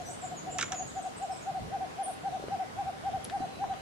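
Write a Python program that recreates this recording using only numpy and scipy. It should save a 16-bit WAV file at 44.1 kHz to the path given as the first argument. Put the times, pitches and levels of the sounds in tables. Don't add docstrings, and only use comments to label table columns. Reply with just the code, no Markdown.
import sys
import numpy as np
from scipy import signal
from scipy.fft import rfft, irfft
from scipy.io import wavfile
from scipy.ndimage import uniform_filter1d

SR = 44100
rng = np.random.default_rng(int(sys.argv[2]) if len(sys.argv) > 2 else 0)


def file_out(sig):
    cols = np.atleast_2d(sig).T
    lim = np.clip(cols, -1, 1)
    pcm = np.round(lim * 32767).astype(np.int16)
    wavfile.write(sys.argv[1], SR, pcm)


N = 168021

# middle of the first in seconds, gap to the second in seconds,
# top pitch of the first in Hz, level of the first in dB.
HOOT_PAIRS = [(0.011, 0.086, 733.5, -38.5), (0.2463, 0.082, 750.6, -34.8), (0.485, 0.082, 759, -34),
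              (0.7332, 0.081, 764.6, -32.5), (0.9818, 0.081, 776, -30.5), (1.2358, 0.078, 784.4, -30),
              (1.4897, 0.079, 789, -29), (1.7479, 0.0808, 793, -29), (2.0082, 0.079, 791, -28.5),
              (2.2689, 0.081, 794, -28.5), (2.5352, 0.079, 794, -28), (2.8024, 0.08, 803, -28),
              (3.0748, 0.08, 797, -27.5), (3.3517, 0.08, 801, -27.5), (3.6307, 0.087, 803, -28)]
EASY_HZ, EASY_HALF_S, HALF_S_PER_HZ = 728, 0.046, 0.00032
SECOND_EFFORT, SECOND_DB = 0.67, -0.9
CLIMB, SAG, LOWEST = 0.543, 0.84, 0.77
SWELL, SWELL_SHAPE = 0.31, 3.24
STOP, STOP_SHAPE = 0.34, 5
HOOT_OVERTONE_DB, HOOT_WAVER, HOOT_TREMOR = -27, 0.0048, 0.096
OWL_PAN_DB, OWL_LAG_S, OWL_ECHO_DB = 1.25, 0.000012, -11.5

# start in seconds, length in seconds, start, middle and end pitch in Hz,
# level in dB.
CHIPS = [(2.029, 0.029, 10370, 9140, 9570, -38), (3.2417, 0.0073, 10700, 10530, 8700, -33),
         (3.25, 0.0013, 10300, 5530, 1490, -31.5)]
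# start in seconds, start pitch in Hz, level in dB.
ZIPS = [(2.0565, 11300, -45), (2.068, 11170, -47), (2.08, 11610, -41), (2.109, 12320, -43),
        (2.13, 11930, -46)]
ZIP_FALL, ZIP_LENGTH_S, ZIP_PAN_DB = 0.38, 0.0056, 1.5
# time in seconds, echo level in dB.
NEAR_ECHO = [(2.1, 3), (3.2, -9.5)]

# start in seconds, length in seconds, start, middle and end pitch in Hz,
# level in dB.
SQUEAKS = [(0.046, 0.055, 6020, 6020, 6000, -46.5), (0.047, 0.044, 7800, 8080, 8170, -52.5),
           (0.075, 0.081, 7800, 8080, 9130, -47), (0.199, 0.09, 8020, 7240, 7100, -46.5),
           (0.362, 0.038, 7200, 6670, 7030, -42.5), (0.496, 0.068, 7300, 7140, 7320, -44.5),
           (0.63, 0.055, 7200, 7120, 6980, -43.5), (0.728, .07, 7170, 6930, 6820, -41.5),
           (0.773, 0.045, 6750, 6695, 6830, -36.5), (0.939, 0.06, 7500, 6950, 6250, -49),
           (1.017, 0.026, 8450, 8250, 7700, -48.5), (1.305, 0.046, 8750, 8180, 7600, -51),
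           (1.311, 0.0257, 5430, 5330, 4950, -49)]
# time in seconds, start pitch in Hz,
# level in dB.
TWITTER = [(.004, 7600, -50), (.111, 8200, -48.5), (0.23, 8400, -48), (.523, 8400, -46.5),
           (.888, 8750, -49), (1.046, 7730, -52), (1.183, 9200, -48), (1.212, 7900, -49.5),
           (1.37, 8900, -50), (1.41, 7800, -51.5)]
TWITTER_FALL, TWITTER_LENGTH_S = 0.194, 0.0123
TWITTER_SCATTER_S, TWITTER_SPREAD = 0.017, 0.0575
PIPING_STARTS = [3.38, 3.506, 3.652]
PIPING_HZ, PIPING_DB, PIPING_LENGTH_S = 3990, -59.5, 0.092
FAR_ECHO_DB = 0.5
WHISTLE_WAVER, WHISTLE_OVERTONE_DB = 0.016, -17
WHISTLE_LATE = 1.12

# start in seconds, level in dB, decay in seconds, ring in Hz.
SNAPS = [(0.5839, -21, 0.0046, 3050), (0.5959, -32, 0.0051, 2920), (0.6098, -20.5, 0.0028, 3800),
         (0.6244, -20.5, 0.003, 2020), (0.7194, -22, 0.0024, 1210)]
# frequency in Hz, density in dB per Hz.
SNAP_COLOUR = [(300, -9), (800, -8), (1250, -2.5), (3600, -5.5), (4400, -16), (5500, -6), (7000, -2),
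               (8300, -15), (14000, -39)]
SNAP_RING_DB, SNAP_RING_OCTAVES = 4, 0.49
SNAP_BASS_LATE_S, SNAP_SWEEP_HZ = 0.01, 1203
SNAP_RUSTLE_DB, SNAP_RUSTLE_S = -22, 0.036
SNAP_PAN_DB, SNAP_LAG_S, SNAP_ECHO_DB = -3.5, 0.000045, -7

# start in seconds, level in dB, centre in Hz, decay in seconds.
TICKS = [(0.75, -36, 2300, 0.0016), (2.484, -38, 1740, 0.0013), (3.298, -30.5, 1820, 0.0024),
         (3.642, -39, 955, 0.0036), (3.738, -29.5, 860, 0.0015)]
# start in seconds, level in dB, pitch in Hz, twice the rise time in seconds.
BUMPS = [(1.619, -38.5, 106, 0.0082), (2.397, -36, 463, .0025), (2.4255, -36, 610, 0.0023),
         (2.4393, -28, 453, 0.0019), (2.4832, -28.5, 470, 0.0018), (3.403, -30, 244, 0.0032),
         (3.57, -34.5, 600, 0.00096), (3.639, -32, 960, 0.0037)]

# time in seconds, level in dB, pitch in Hz.
HUM = [(.1, -74, 169.6), (.38, -50, 157.8), (0.622, -51.5, 142.3), (1.0, -68, 139.3)]
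HUM_OCTAVE_DB, HUM_WAVER = -5, 0.0273

# frequency in Hz, density in dB per Hz.
AIR = [(20, -36), (40, -23), (70, -4), (150, -1), (250, -2.5), (420, -4), (650, -6.5), (1000, -9.5),
       (2000, -16), (4000, -22), (7000, -27), (10000, -31), (12500, -39), (15500, -45.5)]
# frequency in Hz, side minus mid in dB.
AIR_SIDE = [(30, -7), (80, -17.5), (170, -2), (330, 7), (600, 3), (1200, 4.5), (3000, 0.5), (12000, 1)]
# time in seconds, level change in dB.
RUMBLE = [(1.35, -3.5), (1.63, 4.5), (1.8, -5.5), (2.6, -3.5), (2.848, 0), (3.399, -1.5), (3.8, -1)]
AIR_DB, PATCH_DB, LUMP_DB = -43.5, 1.46, -1
RUMBLE_HZ, EDGE_HZ = 230, 15600


def amp(db):
    return 10 ** (np.asarray(db) / 20)


def evened(x):
    return x / np.sqrt(np.mean(x ** 2) + 1e-20)


def read(points, hz):
    f, value = np.transpose(points)
    return np.interp(np.log(hz + 1), np.log(f + 1), value)


def add(mix, start_s, sound):
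    at = round(start_s * SR)
    sound = sound[..., max(-at, 0):]
    part = mix[..., max(at, 0):][..., :sound.shape[-1]]
    part += sound[..., :part.shape[-1]]


def drift(n, size):
    noise = rng.standard_normal(n + 8 * size)
    smooth = uniform_filter1d(uniform_filter1d(noise, size), size)
    return evened(smooth)[:n]


def place(x, pan_db, lag_s=0):
    delay = np.exp(-2j * np.pi * np.fft.rfftfreq(len(x), 1 / SR) * lag_s)
    left = irfft(rfft(x) * delay, len(x))
    return np.array([left * amp(pan_db / 2), x * amp(-pan_db / 2)])


def forest(x, t60, gap_s):
    t = np.arange(SR) / SR
    taps = rng.standard_normal((2, SR)) * (rng.random((2, SR)) < 0.05)
    taps *= amp(-60 * t / t60) * np.minimum(t / gap_s, 1)
    taps /= np.linalg.norm(taps, axis=1, keepdims=True)
    return signal.fftconvolve(x, taps, axes=1)[:, :N]


def hoot(top_hz, db):
    half_s = EASY_HALF_S + HALF_S_PER_HZ * (top_hz - EASY_HZ)
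    u = np.arange(-half_s, half_s, 1 / SR) / half_s
    waver = drift(SR // 4, size=150)[:len(u)]
    tremor = drift(SR // 4, size=150)[:len(u)]
    arch = np.maximum(1 - np.where(u < 0, CLIMB, SAG) * u ** 2, LOWEST)
    hz = top_hz * arch * (1 + HOOT_WAVER * waver)
    phase = 2 * np.pi * np.cumsum(hz) / SR
    drop = np.where(u < 0, abs(u / SWELL) ** SWELL_SHAPE, abs(u / STOP) ** STOP_SHAPE)
    level = (1 + HOOT_TREMOR * tremor) / (1 + drop)
    level = level * np.minimum(2 * (1 - abs(u)), 1)
    return amp(db) * level * (np.sin(phase) + amp(HOOT_OVERTONE_DB) * np.sin(2 * phase))


def owl():
    out = np.zeros(N)
    for middle_s, gap_s, hz, db in HOOT_PAIRS:
        first = hoot(hz, db)
        second = hoot(EASY_HZ + SECOND_EFFORT * (hz - EASY_HZ), db + SECOND_DB)
        add(out, middle_s - len(first) / SR / 2, first)
        add(out, middle_s + gap_s - len(second) / SR / 2, second)
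    dry = place(out, OWL_PAN_DB, OWL_LAG_S)
    return dry + amp(OWL_ECHO_DB) * forest(dry, t60=0.42, gap_s=0.012)


def whistle(length_s, pitches_hz, db):
    u = np.arange(0, length_s, 1 / SR) / length_s
    count = len(pitches_hz)
    glide = np.polyfit(np.linspace(0, 1, count), pitches_hz, count - 1)
    hz = np.polyval(glide, u) * (1 + WHISTLE_WAVER * drift(SR // 4, size=60)[:len(u)])
    phase = 2 * np.pi * np.cumsum(hz) / SR
    octave = amp(WHISTLE_OVERTONE_DB) * (hz < 6300) * np.sin(2 * phase)
    return amp(db) * np.sin(np.pi * u ** WHISTLE_LATE) * (np.sin(phase) + octave)


def near_bird():
    out = np.zeros(N)
    for start_s, length_s, *pitches_hz, db in CHIPS:
        add(out, start_s, whistle(length_s, pitches_hz, db))
    for start_s, hz, db in ZIPS:
        add(out, start_s, whistle(ZIP_LENGTH_S, [hz, hz * (1 - ZIP_FALL)], db))
    dry = place(out, ZIP_PAN_DB, lag_s=0.00002)
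    echo_db = np.interp(np.arange(N) / SR, *np.transpose(NEAR_ECHO))
    return dry + forest(dry * amp(echo_db), t60=0.2, gap_s=0.004)


def far_birds():
    out = np.zeros(N)
    for start_s, length_s, *pitches_hz, db in SQUEAKS:
        add(out, start_s, whistle(length_s, pitches_hz, db))
    for start_s, hz, db in TWITTER:
        for late, height in rng.uniform(-1.1, 1, size=(3, 2)):
            top_hz = hz * (1 + TWITTER_SPREAD * height)
            sweep = whistle(TWITTER_LENGTH_S, [top_hz, top_hz * (1 - TWITTER_FALL)], db)
            add(out, start_s + TWITTER_SCATTER_S * late, sweep)
    t = np.arange(0, PIPING_LENGTH_S, 1 / SR)
    pipe = np.sin(np.pi * t / PIPING_LENGTH_S) * np.sin(2 * np.pi * PIPING_HZ * t)
    for start_s in PIPING_STARTS:
        add(out, start_s, amp(PIPING_DB) * pipe)
    dry = np.array([out, out])
    return dry + amp(FAR_ECHO_DB) * forest(dry, t60=0.48, gap_s=0.0075)


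def snaps():
    out, t = np.zeros(N), np.arange(SR // 8) / SR
    hz = np.fft.rfftfreq(len(t), 1 / SR)
    late_s = SNAP_BASS_LATE_S / (1 + (hz / SNAP_SWEEP_HZ) ** 2)
    sweep = np.exp(-2j * np.pi * np.cumsum(late_s) * hz[1])
    for start_s, db, decay_s, ring_hz in SNAPS:
        ring = np.exp(-(np.log2((hz + 1) / ring_hz) / SNAP_RING_OCTAVES) ** 2)
        colour = evened(amp(read(SNAP_COLOUR, hz) + SNAP_RING_DB * ring))
        crack = rng.standard_normal(len(t)) * np.minimum(t / 0.0013, 1) * np.exp(-t / decay_s)
        grains = rng.standard_normal(len(t)) * (rng.random(len(t)) < 500 / SR)
        rustle = evened(grains) * np.exp(-t / SNAP_RUSTLE_S)
        spectrum = rfft(crack + amp(SNAP_RUSTLE_DB) * rustle) * colour * sweep
        add(out, start_s, amp(db) * irfft(spectrum, len(t)))
    dry = place(out, SNAP_PAN_DB, SNAP_LAG_S)
    return dry + amp(SNAP_ECHO_DB) * forest(dry, t60=0.082, gap_s=0.0028)


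def burst(decay_s):
    t = np.arange(SR // 16) / SR
    return rng.standard_normal(len(t)) * np.exp(-t / decay_s)


def handling():
    out, t = np.zeros(N), np.arange(SR // 8) / SR
    for start_s, db, hz, decay_s in TICKS:
        band = signal.butter(2, [hz / 2, min(hz * 2, SR / 3)], "band", fs=SR)
        gain = amp(db) * np.sqrt(SR / hz) / np.pi
        add(out, start_s, gain * signal.lfilter(*band, burst(decay_s)))
    for start_s, db, hz, decay_s in BUMPS:
        pulse = 2 * t / decay_s * np.exp(1 - 2 * t / decay_s)
        add(out, start_s, amp(db) * np.sin(2 * np.pi * hz * t) * pulse)
    dry = place(out, pan_db=4.5)
    return dry + amp(-6) * forest(dry, t60=0.12, gap_s=0.0019)


def hum():
    time_s, db, hz = np.transpose(HUM)
    t = np.arange(N) / SR
    pitch_hz = np.interp(t, time_s, hz) * (1 + HUM_WAVER * drift(N, size=600))
    phase = 2 * np.pi * np.cumsum(pitch_hz) / SR
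    return amp(np.interp(t, time_s, db)) * (np.sin(phase) + amp(HUM_OCTAVE_DB) * np.sin(2 * phase))


def air():
    frames, hz = N // 512 + 5, np.fft.rfftfreq(2048, 1 / SR)
    a, b, c, d, patches = rng.standard_normal((frames, len(hz), 5)).T
    patches = evened(uniform_filter1d(uniform_filter1d(patches, 20, 0), 7, 1))
    heave_db = np.interp(np.arange(frames) * 512 / SR, *np.transpose(RUMBLE))
    heave_db = heave_db + LUMP_DB * drift(frames, size=4)
    rumble_db = heave_db / (1 + (hz[:, None] / RUMBLE_HZ) ** 4)
    side = amp(read(AIR_SIDE, hz))[:, None]
    mid_noise, side_noise = a + 1j * b, side * (c + 1j * d)
    z = np.array([mid_noise + side_noise, mid_noise - side_noise]) / np.sqrt(1 + side ** 2)
    z *= amp(read(AIR, hz)[:, None] + PATCH_DB * patches + rumble_db)
    return amp(AIR_DB) * evened(signal.istft(z, nperseg=2048, noverlap=1536)[1][:, :N])


def scene():
    return owl() + near_bird() + far_birds() + snaps() + handling() + hum() + air()


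def record(dry):
    lowpass = signal.firwin(511, EDGE_HZ, window=("kaiser", 9), fs=SR)
    return signal.oaconvolve(dry, lowpass[None], "same")


dry = scene()
out = record(dry)
file_out(out)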